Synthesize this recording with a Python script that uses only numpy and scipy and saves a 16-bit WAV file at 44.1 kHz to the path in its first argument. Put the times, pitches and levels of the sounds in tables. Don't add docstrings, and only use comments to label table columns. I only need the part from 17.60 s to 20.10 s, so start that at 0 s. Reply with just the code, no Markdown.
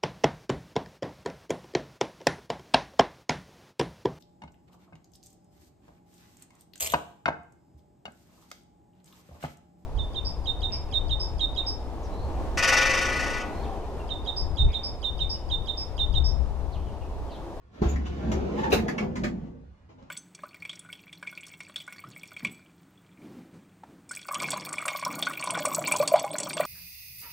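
import sys
import numpy as np
from scipy import signal
from scipy.fft import rfft, irfft
from scipy.io import wavfile
from scipy.ndimage import uniform_filter1d

SR = 44100
rng = np.random.default_rng(int(sys.argv[2]) if len(sys.argv) > 2 else 0)


def wrap_up_sound(samples):
    columns = np.atleast_2d(samples).T
    tamed = np.clip(columns, -1, 1)
    steps = np.round(tamed * 32767).astype(np.int16)
    wavfile.write(sys.argv[1], SR, steps)


N = 110250

# time in seconds, level in dB.
ROLL_EFFORT = [(0.08, -65.5), (0.19, -42.5), (0.27, -32.5), (0.42, -39.5), (0.55, -39), (0.66, -29),
               (0.76, -29.5), (0.88, -31.5), (1.37, -32), (1.53, -34), (1.68, -32.5), (1.81, -38),
               (1.9, -43), (2.03, -50), (2.15, -66), (2.5, -59.5)]
# time in seconds, share of top speed.
ROLL_SPEED = [(0.1, 0.7), (0.7, 0.8), (0.9, 1), (1.15, 0.99), (1.4, .85), (1.65, 0.4), (2.1, 0.22)]
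# frequency in Hz, relative level in dB, T60 in seconds.
PANEL_MODES = [(176.2, -3, 0.4), (194.4, -2.5, 0.32), (216.7, 5.5, 0.24), (250.8, 3, 0.14),
               (286.2, -4, 0.29), (342.3, 2, 0.21), (388.5, 0, 0.12), (455, -7, 0.12), (499.6, -13.5, 0.55),
               (550, -7.5, 0.15)]
LOAD_SPACE_MODES = [(56.2, 2, 0.071), (68.84, -4, 0.8), (81.3, 3, 0.053)]
# frequency in Hz, relative level in dB.
HISS_SPECTRUM = [(300, -36), (1000, 12.5), (1800, 5.5), (3000, 1.5), (4500, -6), (7000, -10), (8300, -25.5),
                 (14000, -26), (16000, -44.5)]
CLACK_SPECTRUM = [(300, -0.5), (1000, 10), (1500, 2.5), (2300, -2), (3200, -2), (5000, -5.5), (7200, -7.5),
                  (8200, -22), (15000, -50.5)]
TOP_HZ = 15450


def undb(db):
    return 10 ** (np.asarray(db) / 20)


def unit(x):
    return x / np.sqrt(np.mean(x ** 2))


def clock():
    return np.arange(N) / SR


def curve(rows):
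    return np.interp(clock(), *np.array(rows).T)


def noise():
    return rng.standard_normal(N)


def colour(x, spectrum, size=8192):
    hz, db = np.array(spectrum).T
    bins_hz = np.maximum(np.arange(size // 2 + 1) * SR / size, 1)
    gain = undb(np.interp(np.log(bins_hz), np.log(hz), db))
    cepstrum = irfft(np.log(gain))
    cepstrum[1:size // 2] *= 2
    cepstrum[size // 2 + 1:] = 0
    response = irfft(np.exp(rfft(cepstrum)))
    return play(x, response / np.linalg.norm(response))


def play(x, response):
    return signal.fftconvolve(x, response)[:N]


def ring(modes, t60_scale=1):
    t = clock()[:SR]
    response = sum(undb(db - 60 * t / (t60_s * t60_scale)) * np.sin(2 * np.pi * hz * t)
                   for hz, db, t60_s in modes)
    return response / np.linalg.norm(response)


def below(x, hz):
    return signal.sosfiltfilt(signal.butter(2, hz, fs=SR, output="sos"), x, padtype=None)


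def burst(start_s, rise_s, decay_s):
    age_s = np.maximum(clock() - start_s, 0)
    return (1 - np.exp(-age_s / rise_s)) ** 2 * np.exp(-age_s / decay_s)


def outdoor_air(level_db=-53.5):
    # frequency in Hz, relative level in dB.
    spectrum = [(25, -2), (60, -15.5), (105, -8), (150, -26.5), (1100, -29), (3000, -43), (7000, -54),
                (15000, -78)]
    return undb(level_db) * unit(colour(noise(), spectrum))


def grit(decay_s=0.0023):
    # start in seconds, level in dB.
    grains = [(2.426, -54), (2.437, -58)]
    force = sum(noise() * burst(start_s, decay_s / 10, decay_s) * undb(db) for start_s, db in grains)
    return colour(force, CLACK_SPECTRUM)


def scuffs(rise_s=0.0039, thud_hz=237, thud_t60_s=0.059):
    # start in seconds, level in dB, decay in seconds, relative thud level in dB.
    scrapes = [(2.286, -42.5, 0.02, -20), (2.376, -48.5, 0.028, -2.5), (2.408, -51, 0.053, 5),
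               (2.475, -53, 0.058, 3.5)]
    # frequency in Hz, relative level in dB.
    spectrum = [(150, -18), (350, 14), (1000, 10), (1500, -5), (2300, -6), (3500, -11), (7000, -19),
                (8500, -47)]
    thud = ring([(thud_hz, 0, thud_t60_s)])
    out = 0
    for start_s, db, decay_s, thud_db in scrapes:
        rub = noise() * burst(start_s, rise_s, decay_s) * undb(db)
        out += colour(rub, spectrum) + undb(thud_db) * play(rub, thud)
    return out


def boom():
    # time in seconds, level in dB.
    levels = [(0.1, -57.5), (0.3, -34), (0.45, -37), (0.58, -38), (0.75, -25.5), (0.92, -41.5), (1.22, -32),
              (1.33, -56), (1.45, -37.5), (1.65, -40.5), (1.9, -46.5), (2.2, -55.5), (2.5, -75)]
    drone = play(noise(), ring(LOAD_SPACE_MODES))
    running_rms = np.sqrt(uniform_filter1d(drone ** 2, size=SR // 6) + 1e-9)
    return drone / running_rms * undb(curve(levels))


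def thumps():
    # start and push length in seconds, panel peak and load space peak in dB.
    blows = [(0.217, 0.0023, -9, -21), (0.256, 0.0013, -28, -12.5), (0.338, 0.0068, -52, -18.5),
             (1.138, 0.0022, -14.5, -39), (1.379, 0.00087, -26, -42), (1.644, 0.0023, -24, -35),
             (1.778, 0.0031, -25.5, -40.5)]
    out = 0
    for start_s, push_s, panel_db, space_db in blows:
        force = np.sin(np.pi * np.clip((clock() - start_s) / push_s, 0, 1))
        for modes, db in ((PANEL_MODES, panel_db), (LOAD_SPACE_MODES, space_db)):
            thump = play(force, ring(modes, t60_scale=0.9))
            out += undb(db) * thump / np.abs(thump).max()
    return out


def catch():
    # time in seconds, peak in dB.
    hits = [(1.12, -12.5), (1.128, -11)]
    # frequency in Hz, relative level in dB, T60 in seconds.
    steel_modes = [(1310, -9, 0.19), (2450, -10, 0.046), (2572, 7.5, 0.045), (2697, 0.5, 0.18),
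                   (3810, 2.5, 0.037), (3950, -8, 0.052)]
    force = np.zeros(N)
    for start_s, db in hits:
        force[int(start_s * SR)] = undb(db)
    response = ring(steel_modes)
    return play(force, response / np.abs(response).max())


def squeals(jitter_share=0.035, jitter_hz=700, rasp_db=-18):
    # start and length in seconds, pitch in Hz, sag as a share of pitch,
    # level in dB, step per overtone in dB.
    rubs = [(0.278, 0.035, 6740, 0.044, -44.5, -15), (0.974, 0.028, 875, -0.03, -28.5, -9.5),
            (1.029, 0.023, 890.6, -.02, -19, -12.5), (1.06, 0.021, 840.6, 0.043, -27, -16.5)]
    out = 0
    for start_s, length_s, hz, sag, db, step_db in rubs:
        progress = np.clip((clock() - start_s) / length_s, 0, 1)
        jitter = jitter_share * unit(below(noise(), jitter_hz))
        pitch_hz = hz * (1 - sag * (progress - 0.5) + jitter)
        phase = 2 * np.pi * np.cumsum(pitch_hz) / SR
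        tone = sum(undb(step_db * k) * np.sin((k + 1) * phase) for k in range(5) if (k + 1) * hz < TOP_HZ)
        rasp = undb(rasp_db) * colour(noise() * (1 + np.cos(phase)), HISS_SPECTRUM)
        out += undb(db) * (unit(tone) + rasp) * np.sin(np.pi * progress)
    return out


def clacks(rise_s=0.003):
    # start in seconds, relative force in dB, contact decay in seconds,
    # sizzle trim and knock gain in dB, ring pitch in Hz, ring gain in dB.
    strikes = [(0.215, -48, 0.017, -13, 14, 900, 0.5), (0.358, -59.5, 0.00082, -3, -14, 1910, 6),
               (0.451, -55, 0.02, -7, 7, 2950, 0), (0.715, -42, 0.003, -4.5, -1, 2100, -10),
               (1.1, -43.5, 0.014, 2, -13, 3000, -22), (1.122, -29.5, 0.0078, 4, -2.5, 670, -8),
               (1.178, -50.5, 0.008, -11, -5, 1830, 5.5), (1.28, -44, 0.0035, -3.5, -5, 1960, 3),
               (1.378, -45.5, 0.005, -7, 2.5, 2300, 3), (1.423, -55, 0.0054, -10, 12.5, 405.2, 8),
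               (1.553, -47, 0.009, -10.5, -8, 1930, -5.5), (1.634, -41.5, 0.0066, -5.5, 2.5, 1880, 1)]
    # frequency in Hz, relative level in dB.
    sizzle_spectrum = [(5000, -36.5), (8200, -6.5), (9500, -1.5), (14500, 1.5), (16000, 1)]
    knock_spectrum = [(120, -32), (350, 10.5), (600, 1), (1000, -4.5), (1500, -19.5), (4000, -41)]
    # multiple of ring pitch, relative level in dB, T60 in seconds.
    track_modes = [(0.661, -6.5, 0.0076), (1, 3.5, 0.0091), (1.17, -6.5, .008)]
    out = 0
    for start_s, db, decay_s, sizzle_db, knock_db, ring_hz, ring_db in strikes:
        force = unit(noise() * burst(start_s, rise_s, decay_s)) * undb(db - 14.5)
        sizzle = undb(sizzle_db - 17) * colour(force, sizzle_spectrum)
        knock = undb(knock_db) * colour(force, knock_spectrum)
        modes = [(ring_hz * ratio, mode_db, t60_s) for ratio, mode_db, t60_s in track_modes]
        track = undb(ring_db) * play(force, ring(modes))
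        out += colour(force, CLACK_SPECTRUM) + sizzle + knock + track
    return out


def whirr(top_speed_hz=225.3, waver_t60_s=1 / 18, waver_hz=18, gain_db=-4):
    pitch_hz = top_speed_hz * curve(ROLL_SPEED) ** 0.2
    phase = 2 * np.pi * np.cumsum(pitch_hz) / SR
    waver = ring([(waver_hz, 0, waver_t60_s)])
    hum = play(noise(), waver) * np.cos(phase) + play(noise(), waver) * np.sin(phase)
    return unit(hum) * undb(gain_db + curve(ROLL_EFFORT))


def bumps(rate_per_s=900):
    hits = rng.random(N) < rate_per_s / SR
    return unit(hits * noise())


def rolling(panel_db=-0.5, tilt_hz=357, tilt_db=17.5):
    # frequency in Hz, relative level in dB.
    rumble_spectrum = [(70, -37), (130, -8), (180, -10), (260, 5.5), (305, -5), (350, 0.5), (480, -1.5),
                       (620, -5.5), (850, -7.5), (1100, -20), (1600, -24.5), (3000, -41), (8000, -74.5)]
    # time in seconds, level in dB.
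    hiss_levels = [(0.09, -84.5), (0.14, -55.5), (0.21, -55), (0.24, -41), (0.31, -45), (0.4, -54.5),
                   (0.5, -51), (0.68, -47), (0.94, -48.5), (0.99, -39.5), (1.08, -52), (1.25, -51),
                   (1.52, -60.5), (1.87, -62.5), (1.93, -80), (2.1, -91.5)]
    jolts = bumps()
    rumble = unit(colour(bumps(), rumble_spectrum))
    body = rumble + undb(panel_db) * unit(play(jolts, ring(PANEL_MODES)))
    bass = below(body, tilt_hz)
    treble = (body - bass) * undb(tilt_db * (curve(ROLL_SPEED) - 1))
    hiss = colour(noise() + 0.21 * jolts, HISS_SPECTRUM) * undb(curve(hiss_levels))
    return (bass + treble) * undb(curve(ROLL_EFFORT)) + hiss


def echoes(x, t60_s=0.19, build_s=0.0011, change_s=0.1):
    hop, age_s = int(change_s * SR), clock()[:SR // 2]
    fade = (1 - np.exp(-age_s / build_s)) * undb(-60 * age_s / t60_s)
    out = np.zeros(N + SR)
    for centre in range(0, N + hop, hop):
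        near = np.arange(max(centre - hop, 0), min(centre + hop, N))
        window = np.sqrt(1 - np.abs(near - centre) / hop)
        response = rng.standard_normal(len(age_s)) * fade / np.linalg.norm(fade)
        part = signal.fftconvolve(x[near] * window, response)
        out[near[0]:near[0] + len(part)] += part
    return out[:N]


def passage(body, runner, bass_hz=279, wall_db=-1.5, right_lag_s=0.0003244):
    direct_db, runner_direct_db = -9.5, -16.5
    bass_echo_db, runner_echo_db = -11, 1
    t, mix = clock(), body + runner
    bass = below(mix, bass_hz)
    straight = undb(direct_db) * (mix - bass) + undb(runner_direct_db) * runner
    bounced = body + undb(runner_echo_db) * runner - (1 - undb(bass_echo_db)) * bass
    sides = []
    for lag_s, pan_db in ((0, -0.6), (right_lag_s, 0.6)):
        direct = np.interp(t - lag_s, t, bass * undb(pan_db) + straight)
        sides.append(direct + undb(wall_db) * echoes(bounced))
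    return np.array(sides)


def scene():
    body = outdoor_air() + rolling() + whirr() + boom() + thumps() + scuffs()
    runner = clacks() + catch() + squeals()
    return passage(body, runner) + grit()


def record(dry, mic_low_hz=41):
    thin = signal.sosfilt(signal.butter(3, mic_low_hz, "high", fs=SR, output="sos"), dry)
    return signal.sosfilt(signal.ellip(10, 0.2, 80, TOP_HZ, fs=SR, output="sos"), thin)


dry = scene()
out = record(dry)
wrap_up_sound(out)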